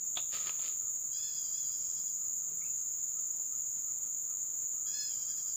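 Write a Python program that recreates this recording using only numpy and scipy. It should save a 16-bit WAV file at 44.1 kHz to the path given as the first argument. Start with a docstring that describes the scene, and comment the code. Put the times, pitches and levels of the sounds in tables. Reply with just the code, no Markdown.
"""A forest stream bank: slow water murmurs as filtered noise with sine bubbles, and insects drone near 7 kHz as
blurred click trains. Far cicadas hold thin sines, a far animal chirps low, a faint hum comes and goes. A bird
chips once in slurred sines. At the start a crouching angler's gear clicks as struck modes, and he shifts in the
dry leaves, whose slips are dense tiny impulses. Two nearer cicadas each give one buzzing, stuttering call:
harmonic tymbal partials under body resonances."""
import sys
import numpy as np
from scipy import signal
from scipy.fft import rfft, irfft
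from scipy.io import wavfile

SR = 44100
rng = np.random.default_rng(int(sys.argv[2]) if len(sys.argv) > 2 else 0)


def int16_out(signal):
    """Quantize to a 16-bit WAV file."""
    q = np.round(np.clip(np.atleast_2d(signal).T, -1, 1) * 32767)
    wavfile.write(sys.argv[1], SR, q.astype(np.int16))


N = 245186
T = np.arange(N) / SR  # seconds

# Spectrum of the water's murmur. Each row: frequency in Hz, relative gain in dB.
STREAM_SPECTRUM = [(25, -15), (50, -12), (79, -0.5), (129, 0), (248, -6.5), (328, -6.5), (454, -9.5),
                   (576, -10.5), (656, -13), (888, -13.5), (1030, -15), (1250, -9.5), (1520, -16),
                   (4400, -20.5), (5720, -17.5), (9680, -120)]
# Distinct bubbles in the water. Each row: start in seconds, pitch in Hz, level in dB.
PLOPS = [(0.823, 444, -66), (2.511, 415, -62), (3.39, 900, -63.5), (3.742, 187, -68), (5.098, 904, -73),
         (5.19, 890, -66.5)]
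# Spectrum of the diffuse sound, opposite on left and right. Each row: frequency in Hz, relative gain in dB.
SURROUND_SPECTRUM = [(25, -11.5), (90, -1), (160, 0), (400, -2), (900, -3.5), (1300, 1), (2500, -6.5),
                     (4500, -5.5), (6500, -27), (8500, -45.5), (10000, -22), (14000, -16.5)]
# Faint low hum. Each row: start in seconds, length in seconds, rms level in dB.
HUMS = [(1.772, 0.46, -72.5), (2.42, 0.25, -68.5)]
# Spectrum of the chorus's joint song. Each row: frequency in Hz, relative gain in dB.
CHORUS_SPECTRUM = [(4700, -52), (5500, -38), (6050, -28), (6350, -10.5), (6650, -0.5), (6950, 1),
                   (7220, -0.5), (7520, -9.5), (7900, -28), (8800, -35), (9600, -57.5), (12200, -47.5)]
# Its overtone, an octave up. Each row: frequency in Hz, relative gain in dB.
OVERTONE_SPECTRUM = [(11500, -57), (12400, -36.5), (13150, -18), (13900, -7), (14300, -1), (15100, 8),
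                     (15600, -6.5)]
# Thin notes of farther cicadas. Each row: start in seconds, length in seconds, pitch in Hz, level in dB.
FAR_NOTES = [(1.68, .42, 5500, -65.5), (1.5, 2.4, 5065, -73.5)]
# Far animal's chirps. Each row: time of full strength in seconds, level in dB.
CHIRPS = [(.83, -72), (.88, -67.5), (1.201, -73.5), (1.43, -75), (1.53, -71.5), (1.71, -72), (1.91, -71.5),
          (2.22, -72.5), (2.3, -77.5), (2.44, -71.5), (2.62, -71), (2.82, -73.5), (3.18, -67.5),
          (3.54, -69.5), (3.88, -71.5), (4.07, -73), (4.31, -68), (4.43, -76.5), (4.79, -69.5), (4.87, -68),
          (5.18, -74), (5.29, -71), (5.46, -69)]
# Slurred parts of the bird's chip. Each row: time of full strength in seconds, pitch in Hz, glide in Hz
# per second, level in dB.
CHIP = [(2.618, 1950, -12000, -67), (2.622, 2260, -3000, -54.5), (2.639, 2300, 5000.5, -60),
        (2.646, 2480, 29998.5, -60), (2.658, 2260, 8999, -66), (2.667, 2580, 0.5, -59.5),
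        (2.677, 2280, -15000, -68)]
# Spectrum of the sliding leaves. Each row: frequency in Hz, relative gain in dB.
LEAF_SPECTRUM = [(100, -4), (300, -8), (600, -2.5), (900, -11), (1100, -4.5), (1255, 7), (1450, -7),
                 (2100, -1.5), (3000, 1), (4300, -2), (5250, -1), (5550, -8), (7000, -13), (10000, -17.5),
                 (14000, -27)]
# Dry leaves that snap. Each row: start in seconds, level in dB.
SNAPS = [(0.4708, -40), (0.4772, -45), (0.4947, -34), (.619, -51)]
# Scuffs in the leaves. Each row: time of full strength in seconds, attack in seconds, hold in seconds,
# level in dB, fall in dB per second, gain of the dull part in dB.
SCUFFS = [(0.337, 0.013, 0.016, -44.5, 190, 0), (0.429, 0.018, 0.017, -59, 203, 3),
          (0.469, 0.008, 0.013, -51, 300, 4.5), (0.615, 0.01, 0.069, -52, 260, -2.5)]
# Clicks of the gear. Each row: start in seconds, level in dB, dull knock relative to the bright modes in dB.
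CLICKS = [(0.1575, -36, -20), (.1655, -41, -2), (0.1702, -28, -19), (0.172, -20, -10.5), (.1773, -32.5, -7),
          (0.1832, -32, -17), (0.1895, -42.5, 3), (.197, -41, -6), (.593, -40.5, -6)]
# Bright modes of the gear. Each row: frequency in Hz, relative level in dB, 60 dB decay time in seconds.
GEAR_MODES = [(2700, -2, 0.025), (3420, 2, 0.022), (3480, 8, 0.02), (3660, 4.5, 0.039), (4000, -17, 0.017),
              (4300, -18, .018)]
# Dull modes of its body. Each row: frequency in Hz, relative level in dB, 60 dB decay time in seconds.
KNOCK_MODES = [(320, -2, 0.02), (707, 2, .035), (880, -3, 0.034), (1226, -5, 0.054), (1950, -3, .012)]
# Spectrum of the rasp of a contact or a snap. Each row: frequency in Hz, relative gain in dB.
CRACK_SPECTRUM = [(500, -6), (1300, 0.5), (2000, -7), (2800, 7), (4400, -2), (5200, -10)]
# Resonances of the near cicadas' hollow abdomens. Each row: frequency in Hz, gain of the first caller in dB,
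# gain of the second caller in dB.
ABDOMEN = [(850, -39, -51), (1600, -23.5, -18.5), (2440, -23, -25), (3265, -6, -8.5), (3420, -5.5, -18.5),
           (4200, -14.5, -19.5), (4246, -6.5, -9), (4680, -2.5, -5), (5130, 0, 0.5), (5350, -10, -8),
           (5650, -8, -2), (5930, -9.5, -9), (6700, -18, -19)]
# Syllables of the near cicadas: a rising lead-in, a clear note, then a rough stutter. Each row: start in
# seconds, length in seconds, nominal buzz rate in Hz, glide over the syllable in Hz, level in dB,
# roughness from 0 to 1, gain of the partials below the main resonance in dB.
FIRST_CALL = [(1.13, 0.0815, 834.5, 40.5, -52, 0.37, -1), (1.215, 0.086, 858, 7, -51.5, 0.18, 1.5),
              (1.302, 0.047, 820, -16, -56, 0.65, -5), (1.344, 0.061, 838, -4.5, -51, 0.57, -3),
              (1.425, 0.097, 804, -19.5, -56.5, 0.6, -6.5), (1.532, 0.075, 842, 26.5, -53, 0.3, -4),
              (1.63, 0.059, 805, -19.5, -57, 0.6, -1), (1.705, 0.053, 822, -18, -56, 0.84, -3.5),
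              (1.787, 0.088, 798, -10.5, -63.5, 0.8, -0.5), (1.886, 0.043, 810, -0.5, -59.5, 0.8, -2),
              (1.963, 0.045, 824, -14.5, -56.5, 0.65, -1), (2.061, 0.045, 816, -10.5, -60, 0.85, -2.5)]
SECOND_CALL = [(4.869, 0.064, 833.4, 17.5, -51.5, 0.21, 4), (4.932, 0.13, 854.4, -1, -44.5, 0.047, 0.5),
               (5.065, 0.033, 846, -25, -56, 0.57, 8), (5.104, 0.058, 787, -31, -56, 0.73, 2.5),
               (5.182, 0.068, 796, -12, -56, 0.7, 0), (5.276, .06, 819, -24, -54, 0.57, 1),
               (5.374, 0.04, 822, -36.5, -52.5, 0.63, 2), (5.468, 0.057, 797, -35.5, -56.5, 0.76, -2)]

HUM_EDGE_S, FAR_EDGE_S = 0.18, 0.15
TRILL_HZ, TRILL_DB = 7206, -53  # a thin steady trill within the chorus
CHIRP_S, CHIP_S = 0.029, 0.0086  # Gaussian half-widths, at 1/e of full strength
SCUFF_SPLIT_HZ = 2100  # divides the dull from the bright part
MAIN_RESONANCE_HZ = 4500
SYLLABLE_EDGE_S, SYLLABLE_ARCH = 0.016, 0.0468  # the arch bends the rate, as a share of it
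WAVER, WAVER_RATE = 0.024, 110  # share of the buzz rate at full roughness; changes per second
FLUTTER_DB = 2  # spread of each partial's level
# At full roughness: lead of the second tymbal as a share of the rate, and added length of the edges.
TYMBAL_SPLIT, RASP_BLUR_S = 0.0219, 0.03
TOP_HZ = 15420


def undb(db):
    """Amplitude gain is ten to the power of decibels over twenty."""
    return 10 ** (np.asarray(db) / 20)


def level(x, db):
    """Scaling by the root mean square fixes the mean power, here in decibels."""
    return x * undb(db) / np.sqrt(np.mean(x ** 2))


def noise():
    """White Gaussian noise holds equal power at all frequencies; its rms is 1."""
    return rng.standard_normal(N)


def walk(rate):
    """Low-passed noise drifts smoothly, about rate changes per second, with a spread of 1."""
    smoothing = np.exp(-(np.fft.rfftfreq(N, 1 / SR) / rate) ** 2)
    return level(irfft(rfft(noise()) * smoothing, N), 0)


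def colour(x, points):
    """A filter shapes the spectrum through (Hz, dB) points and falls away beyond both ends."""
    hz, db = np.transpose(points)
    log_hz = np.log(np.fft.rfftfreq(N, 1 / SR) + 1)
    below = np.maximum(np.log(hz[0]) - log_hz, 0)
    above = np.maximum(log_hz - np.log(hz[-1]), 0)
    gain_db = np.interp(log_hz, np.log(hz), db) - 20 * (below + above)
    return irfft(rfft(x) * undb(gain_db), N)


def band(x, hz, width_hz):
    """A steep resonance passes only a band about its centre; the rms is set to 1."""
    f = np.fft.rfftfreq(N, 1 / SR)
    return level(irfft(rfft(x) / (1 + (2 * (f - hz) / width_hz) ** 4), N), 0)


def swell(start, length, edge):
    """A linear rise and fall, centred on the two ends, gates a sound softly."""
    rise = np.clip((T - start) / edge + 0.5, 0, 1)
    fall = np.clip((start + length - T) / edge + 0.5, 0, 1)
    return rise * fall


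def forest(x, wet_db, t60):
    """Scattering by trunks and leaves adds a diffuse tail of exponentially decaying noise."""
    t = T[:SR]
    tail = rng.standard_normal(SR) * np.exp(-np.log(1000) * t / t60) * (1 - np.exp(-t / 0.0029))
    return x + undb(wet_db) * signal.fftconvolve(x, tail / np.linalg.norm(tail))[:N]


def linger(start, hz, width_hz, db, t60):
    """Scattering of a ringing sound leaves a narrow band of noise that decays exponentially."""
    age = np.maximum(T - start, 0)
    onset = 1 - np.exp(-age / 0.0055)
    return undb(db) * band(noise(), hz, width_hz) * onset * np.exp(-np.log(1000) * age / t60)


def clicks(rate, jitter, scatter_db):
    """A pulse train of wavering spacing and scattered strength, one click per whole cycle of phase."""
    phase = np.cumsum(rate * (1 + jitter * walk(rate))) / SR
    return np.diff(np.floor(phase), prepend=0) * undb(scatter_db * noise())


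def modes(table, age):
    """A struck body sums damped sinusoidal modes; the peak is set to 1."""
    ring = sum(undb(db) * np.exp(-np.log(1000) * age / t60) * np.sin(2 * np.pi * hz * age)
               for hz, db, t60 in table)
    return ring / np.abs(ring).max()


def surround():
    """Diffuse sound, of opposite sign at left and right, is heard as a faint hush without direction."""
    side = level(colour(noise(), SURROUND_SPECTRUM), -73.0)
    return side * np.array([[1], [-1]])


def stream(count=60):
    """Turbulence murmurs as unsteady noise; each air bubble rings as a damped sine of slowly rising pitch."""
    murmur = level(colour(noise() * undb(1.2 * walk(23)), STREAM_SPECTRUM), -65.8)
    t, bubbles = T[:SR // 10], np.zeros(N + SR)
    small = [(when * N / SR, 130 * 8 ** size, -67 - 12 * strength)
             for when, size, strength in rng.random((count, 3))]
    for start, hz, db in PLOPS + small:
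        at = int(start * SR)
        # the ring lasts some tens of cycles; the pitch rises as the bubble nears the surface
        ring = (1 - np.exp(-t / 0.00075)) * np.exp(-t * hz / 35) * (1 - t / t[-1])
        bubbles[at:at + len(t)] += undb(db) * ring * np.sin(2 * np.pi * hz * t * (1 + 0.33 * t))
    return murmur + bubbles[:N]


def hum():
    """Frequency modulation by a slow random drift makes a faint low tone waver."""
    gate = sum(undb(db) * swell(start, length, HUM_EDGE_S) for start, length, db in HUMS)
    return gate * np.sqrt(2) * np.sin(2 * np.pi * np.cumsum(171 + 3 * walk(8.4)) / SR)


def chorus(count=10):
    """Superposed click trains, each at its own rate and blurred by its own path, fuse into a drone."""
    song = sum(forest(clicks(rate, jitter=0.12, scatter_db=3.5), wet_db=2.5, t60=0.28)
               for rate in rng.uniform(180, 420, count))
    # the throb of the nearest insects, at two rates in Hz
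    throb = 1 + sum(0.06 * np.sin(2 * np.pi * np.cumsum(hz + 0.3 * walk(1)) / SR) for hz in (18.1, 79))
    drone = level(colour(song, CHORUS_SPECTRUM), -37.0)
    flicker = undb(0.9 * band(noise(), 17, 10))
    overtone = level(colour(song, OVERTONE_SPECTRUM), -53.0) * flicker
    trill = undb(TRILL_DB) * band(noise(), TRILL_HZ, 20)
    return (drone + overtone) * throb + trill


def far_cicada():
    """Random frequency and amplitude modulation unsteadies thin held notes, which scattering blurs."""
    notes = np.zeros(N)
    for start, length, hz, db in FAR_NOTES:
        gate = swell(start, length, FAR_EDGE_S) * undb(db + 2.0 * walk(18))
        pitch = hz + 50 * walk(200) + 22 * walk(7.7)
        notes += gate * np.sin(2 * np.pi * np.cumsum(pitch) / SR)
    return forest(notes, wet_db=1.5, t60=0.29)


def chirps():
    """Gaussian pulses gate one wavering sine into a far animal's low chirps, which scattering smears."""
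    note = np.sqrt(2) * np.sin(2 * np.pi * np.cumsum(1264 + 22 * walk(68.6)) / SR)
    gate = sum(undb(db) * np.exp(-((T - peak_s) / CHIRP_S) ** 2) for peak_s, db in CHIRPS)
    return forest(gate * note, wet_db=-2.5, t60=0.95)


def bird():
    """Overlapping gliding sines slur one rough chip from low to higher; scattering sustains the higher note."""
    waver = 1 + 0.03 * walk(300)
    chip = np.zeros(N)
    for peak_s, hz, glide, db in CHIP:
        pitch = (hz + glide * (T - peak_s)) * waver
        pulse = undb(db) * np.exp(-((T - peak_s) / CHIP_S) ** 2)
        chip += pulse * np.sin(2 * np.pi * np.cumsum(pitch) / SR)
    tail = linger(CHIP[-1][0], hz=2640, width_hz=220, db=-70.5, t60=0.54)
    return forest(chip, wet_db=-11.0, t60=0.16) + tail


def leaves():
    """Stick-slip friction of dry leaves and cloth gives dense tiny impulses; a few leaves snap."""
    slips = (rng.random(N) < 9000 / SR) * noise() * undb(1.5 * noise() + 2 * walk(220))
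    slips = level(colour(slips, LEAF_SPECTRUM), 0)
    dull = signal.sosfiltfilt(signal.butter(4, SCUFF_SPLIT_HZ, fs=SR, output="sos"), slips)
    bright = slips - dull
    snap_gate = sum(undb(db) * (T > start) * np.exp(-np.abs(T - start) / 0.0012) for start, db in SNAPS)
    rustle = level(colour(noise(), CRACK_SPECTRUM), 0) * snap_gate
    for peak_s, attack, hold, db, fall, dull_db in SCUFFS:
        rise = np.exp(np.minimum(T - peak_s, 0) / attack)
        push = rise * undb(db - fall * np.maximum(T - peak_s - hold, 0))
        rustle = rustle + push * (bright + undb(dull_db) * dull)
    return forest(rustle, wet_db=-11.0, t60=0.7)


def gear():
    """Impact excites damped modes as a catch ticks, snaps home and rebounds: bright over a dull, rasping knock."""
    out = np.zeros(N)
    crack = level(colour(noise(), CRACK_SPECTRUM), -12.0)[:SR]
    for start, db, knock_db in CLICKS:
        age = np.maximum(T[:SR] - start, 0)
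        contact = 1 - np.exp(-age / 0.00037)
        dull = modes(KNOCK_MODES, age) + 2 * crack * np.exp(-age / 0.0053)
        out[:SR] += undb(db) * contact * (modes(GEAR_MODES, age) + undb(knock_db) * dull)
    snap_s = max(CLICKS, key=lambda click: click[1])[0]  # the loudest click
    tail = linger(snap_s, hz=3700, width_hz=520, db=-49.0, t60=0.29)
    return forest(out, wet_db=-14.0, t60=0.32) + tail


def cicadas():
    """Abdomen resonances filter tymbal harmonics; with roughness a second tymbal detunes, beats and rasps."""
    body_hz, *bodies = np.transpose(ABDOMEN)
    # each tymbal wavers alone, and each of its eight partials flutters alone
    tymbals = [(walk(WAVER_RATE), [undb(FLUTTER_DB * walk(75)) for _ in range(8)]) for _ in range(2)]
    rasp = band(noise(), 4930, 480) + 0.4 * band(noise(), 5720, 330)
    out = np.zeros(N)
    for call, body in zip((FIRST_CALL, SECOND_CALL), bodies):
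        for start, length, rate, glide_hz, db, rough, low_db in call:
            gate = swell(start, length, SYLLABLE_EDGE_S + RASP_BLUR_S * rough)
            on = gate > 0
            place = (T[on] - start) / length - 0.5  # 0 at mid-syllable
            shape = body + low_db * (body_hz < MAIN_RESONANCE_HZ)
            buzz = 0
            for (waver, flutter), lead, size in zip(tymbals, (0, 1), (1, rough)):
                unsteady = rough * (WAVER * waver[on] + TYMBAL_SPLIT * lead)
                hz = rate * (1 - SYLLABLE_ARCH * place ** 2 + unsteady) + glide_hz * place
                phase = 2 * np.pi * (np.cumsum(hz) / SR + rng.random())
                partials = sum(undb(np.interp(k * hz, body_hz, shape)) * np.sin(k * phase) * beat[on]
                               for k, beat in enumerate(flutter, 1))
                buzz += size * partials
            voice = level(buzz, 0) + 0.96 * rough * rasp[on]
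            out[on] += gate[on] * level(voice, db)
    return forest(out, wet_db=-3.0, t60=0.35)


def scene():
    """Superposition places every source in the centre, within the faint diffuse hush."""
    background = stream() + hum() + chorus() + far_cicada()
    centre = background + chirps() + bird() + leaves() + gear() + cicadas()
    return centre + surround()


def record(dry):
    """An elliptic low-pass filter, as in a recorder, cuts the top steeply."""
    return signal.sosfilt(signal.ellip(12, 0.2, 80, TOP_HZ, fs=SR, output="sos"), dry)


dry = scene()
out = record(dry)
int16_out(out)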